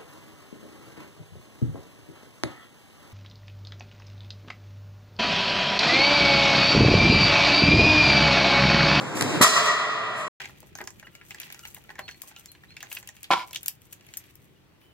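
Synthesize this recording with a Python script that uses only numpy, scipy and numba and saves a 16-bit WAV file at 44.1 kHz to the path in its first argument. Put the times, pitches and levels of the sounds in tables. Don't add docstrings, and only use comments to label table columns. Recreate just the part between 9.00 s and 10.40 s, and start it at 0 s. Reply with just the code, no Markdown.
import sys
import numpy as np
from scipy import signal
from scipy.fft import rfft, irfft
from scipy.io import wavfile
from scipy.ndimage import uniform_filter1d
from numba import njit

SR = 44100
rng = np.random.default_rng(int(sys.argv[2]) if len(sys.argv) > 2 else 0)


def to_wav(sig):
    pcm = np.clip(np.atleast_2d(sig), -1, 1) * 32767
    pcm = np.round(pcm).astype(np.int16)
    wavfile.write(sys.argv[1], SR, pcm.T)


N = 61739

# (frequency [Hz], level [dB])
ROOM_TONE_EQ = [(25, 0.5), (60, -18), (120, 2), (220, -7), (360, -3.5), (600, -6), (1300, -6.5),
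                (2500, -15.5), (4500, -24.5), (7500, -24), (10000, -36), (14000, -42)]
# (time [s], thump level [dB], slap level [dB])
FOOTFALLS = [(.01, -26.5, -52.5), (.153, -29.5, -37), (0.171, -27, -26), (0.2091, -25, -23.5),
             (0.2205, -22, -22.5), (.373, -24, -43.5)]
# (frequency [Hz], level [dB])
THUMP_EQ = [(30, -12), (70, -9), (115, 4.5), (180, 1.5), (400, -0.5), (1200, -10), (2500, -18), (8000, -36)]
# (frequency [Hz], level [dB])
SLAP_EQ = [(200, -14.5), (1200, 2), (3500, -1), (7500, -6.5), (13000, -9)]
# (time [s], length [s], level [dB])
SCUFF_CUES = [(0.148, 0.1, -28.5), (1.157, 0.087, -33)]
# (frequency [Hz], level [dB])
SCUFF_EQ = [(300, -24), (2000, 7), (4300, -5.5), (7500, 2), (10000, -4), (13500, -11.5)]
# (time [s], level [dB])
CLICK_CUES = [(0.2107, -12.5), (0.2248, -14.5)]
# (time [s], level [dB])
BAR_LANDINGS = [(0.4096, 2), (.4275, -6.5)]
# (time [s], low ring level [dB], treble level [dB])
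PLATE_HITS = [(0.4122, -1.5, -2), (0.4228, -4.5, 3), (0.4325, -3, -8), (0.4445, 6.5, -8.5),
              (0.462, 1.5, -10), (0.563, 1.5, -37.5), (.654, -10.5, -15.5)]
# (frequency [Hz], level [dB], T60 [s])
PLATE_MODES = [(433.2, -12.5, .1), (605.6, -9, 0.078), (648, -6, 0.065), (700, -6.5, 0.068),
               (975, -5, 0.12), (1038.5, -2, 0.12), (1118, -0.5, 0.17), (1204.3, 4.5, 0.078),
               (1250, -1.5, 0.13), (1289.6, -3, 0.066), (1409, -19, 0.36), (1820, -6.5, 0.15),
               (1914, 1.5, 0.079), (2004, -8, 0.12), (4100, -3, .1), (4007, -16.5, 0.33),
               (6800, -11.5, 0.02), (7620, -11.5, 0.14)]
# (frequency [Hz], level [dB])
CRACK_EQ = [(150, -13), (500, -5.5), (1200, 5), (2200, 1), (3000, 3), (4500, -1.5), (6000, 1.5),
            (7800, 1.5), (9800, -12), (13500, -16.5)]
# (frequency [Hz], level [dB])
SNAP_EQ = [(100, 3.5), (400, 3), (1500, -6.5), (4500, 1), (9000, 1.5), (13500, 1)]
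# (frequency [Hz], T60 [s])
REVERB_DECAY = [(100, 3.1), (300, 1.4), (600, 3.55), (1200, 3.57), (2500, 2.87), (4500, 1.385),
                (7500, 0.88), (12000, 0.76)]
# (frequency [Hz], level [dB])
REVERB_EQ = [(120, -4.5), (400, 2), (1200, -3), (4000, 1), (8000, 1), (12000, -7)]
# (delay [s], width [s], strength [ratio to the diffuse tail])
WALL_RETURNS = [(0.135, 0.017, 0.9), (0.235, 0.033, .8)]
# (frequency [Hz], correlation [-1..1])
MIC_LIKENESS = [(35, -0.79), (120, .17), (250, .43), (500, 0.45), (1200, 0.91), (2900, 1.), (5800, 0.66),
                (7300, 1), (8700, 0.15), (10200, .85), (13000, 0.53)]


def undb(db):
    return 10 ** (np.asarray(db) / 20)


def curve_at(points, hz):
    freqs, values = np.array(points).T
    return np.interp(np.log(hz + 1), np.log(freqs), values)


def noise(eq):
    gain = undb(curve_at(eq, np.fft.rfftfreq(N, 1 / SR)))
    return irfft(rfft(rng.standard_normal((2, N))) * gain, N) / np.sqrt(np.mean(gain ** 2))


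def since(start):
    return np.maximum(np.arange(N) / SR - start, 0)


def decay(start, t60):
    t = since(start)
    return (t > 0) * np.exp(-np.log(1000) * t / t60)


def room_tone(level_db=-32.5):
    return undb(level_db) * noise(ROOM_TONE_EQ)


def footsteps():
    thump, slap = noise(THUMP_EQ), noise(SLAP_EQ)
    return sum(undb(thump_db) * thump * decay(start, t60=0.089)
               + undb(slap_db) * slap * decay(start, t60=0.022)
               for start, thump_db, slap_db in FOOTFALLS)


def scuffs():
    friction, out = noise(SCUFF_EQ), 0
    for start, length, db in SCUFF_CUES:
        progress = np.minimum(since(start) / length, 1)
        out += undb(db) * friction * np.sqrt(progress * (1 - progress))
    return out


def sole_clicks():
    return noise(SLAP_EQ) * sum(undb(db) * decay(start, t60=0.008) for start, db in CLICK_CUES)


def floor_thud(hz=277, t60=0.011):
    swing = sum(undb(db) * decay(start, t60) * np.sin(2 * np.pi * hz * since(start))
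                for start, db in BAR_LANDINGS)
    return np.array([swing, 0.25 * swing])


def plate_clash(crack_db=-7.5, snap_db=-5, rise_s=0.004):
    crack, snap = undb(crack_db) * noise(CRACK_EQ), undb(snap_db) * noise(SNAP_EQ)
    out = 0
    for start, _, treble_db in PLATE_HITS:
        burst = crack * decay(start, t60=0.2) + snap * decay(start, t60=0.067)
        attack = 1 - np.exp(-since(start) / rise_s)
        out += undb(treble_db) * burst * attack
    return out


def plate_ring(trim_db=-12, rise_s=0.00065):
    starts, low_db, treble_db = np.array(PLATE_HITS).T
    phases = np.exp(2j * np.pi * rng.random((len(PLATE_HITS), len(PLATE_MODES), 2)))
    rise_pole = np.exp(-1 / (rise_s * SR))
    out = 0
    for k, (hz, mode_db, t60) in enumerate(PLATE_MODES):
        hit_db = low_db if hz < 3000 else treble_db
        kicks = np.zeros((2, N), complex)
        kicks[:, (starts * SR).astype(int)] = undb(trim_db + hit_db + mode_db) * phases[:, k].T
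        decay_pole = np.exp(-np.log(1000) / (t60 * SR))
        envelope = signal.lfilter([1 - rise_pole], np.poly([rise_pole, decay_pole]), kicks)
        out += (envelope * np.exp(2j * np.pi * hz * since(0))).imag
    return out


def hall_reverb(send, trim_db=0.5, build_s=0.016):
    t, freqs = since(0), np.fft.rfftfreq(N, 1 / SR)
    white, tail = rfft(rng.standard_normal((2, N))), 0
    centres = np.geomspace(80, 15000, 16)
    for hz, solo in zip(centres, np.eye(len(centres))):
        band = irfft(white * np.interp(np.log(freqs + 1), np.log(centres), solo), N)
        tail += undb(curve_at(REVERB_EQ, hz)) * band * decay(0, curve_at(REVERB_DECAY, hz))
    build = 1 - np.exp(-t / build_s)
    echoes = sum(size * np.exp(-((t - delay) / width) ** 2) for delay, width, size in WALL_RETURNS)
    response = tail * (build + echoes) * undb(trim_db) / np.sqrt(SR / 6)
    return signal.fftconvolve(send, response, axes=1)[:, :N]


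def microphones(mid_side, lag_s=0.0003411):
    freqs = np.fft.rfftfreq(N, 1 / SR)
    comb = -np.cos(2 * np.pi * np.maximum(freqs * lag_s, 0.5))
    likeness = np.clip(curve_at(MIC_LIKENESS, freqs) * comb, -1, 1)
    balance = np.sqrt(np.array([1 + likeness, 1 - likeness]) / 2)
    mid, side = irfft(rfft(mid_side) * balance, N)
    return np.array([mid + side, mid - side])


@njit
def gain_reduction(over_db, attack_s, release_db_per_s):
    out, depth = np.empty(len(over_db)), 0.
    for i in range(len(over_db)):
        if over_db[i] > depth:
            depth += (over_db[i] - depth) / (attack_s * SR)
        else:
            depth = max(depth - release_db_per_s / SR, 0.)
        out[i] = depth
    return out


def scene():
    iron = plate_clash() + plate_ring()
    thud = floor_thud()
    feet = footsteps() + scuffs()
    reverb = hall_reverb(iron + undb(-17) * thud + undb(5) * feet)
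    return microphones(iron + thud + feet + sole_clicks() + reverb + room_tone())


def record(dry):
    low_cut_hz, high_cut_hz = 108, 14000
    threshold_db, ceiling = -14, 0.88
    end_s, fade_s = 1.2795, 0.00348
    tight = signal.sosfilt(signal.butter(3, low_cut_hz, "high", fs=SR, output="sos"), dry)
    power = uniform_filter1d(np.mean(tight ** 2, axis=0), size=128)
    over_db = 10 * np.log10(np.abs(power) + 1e-12) - threshold_db
    ducked = tight * undb(-gain_reduction(over_db, attack_s=0.018, release_db_per_s=5.5))
    rounded = ceiling * np.tanh(ducked / ceiling)
    faded = rounded * np.clip(1 - since(end_s) / fade_s, 0, 1)
    return signal.sosfilt(signal.ellip(10, 0.2, 80, high_cut_hz, fs=SR, output="sos"), faded)


dry = scene()
out = record(dry)
to_wav(out)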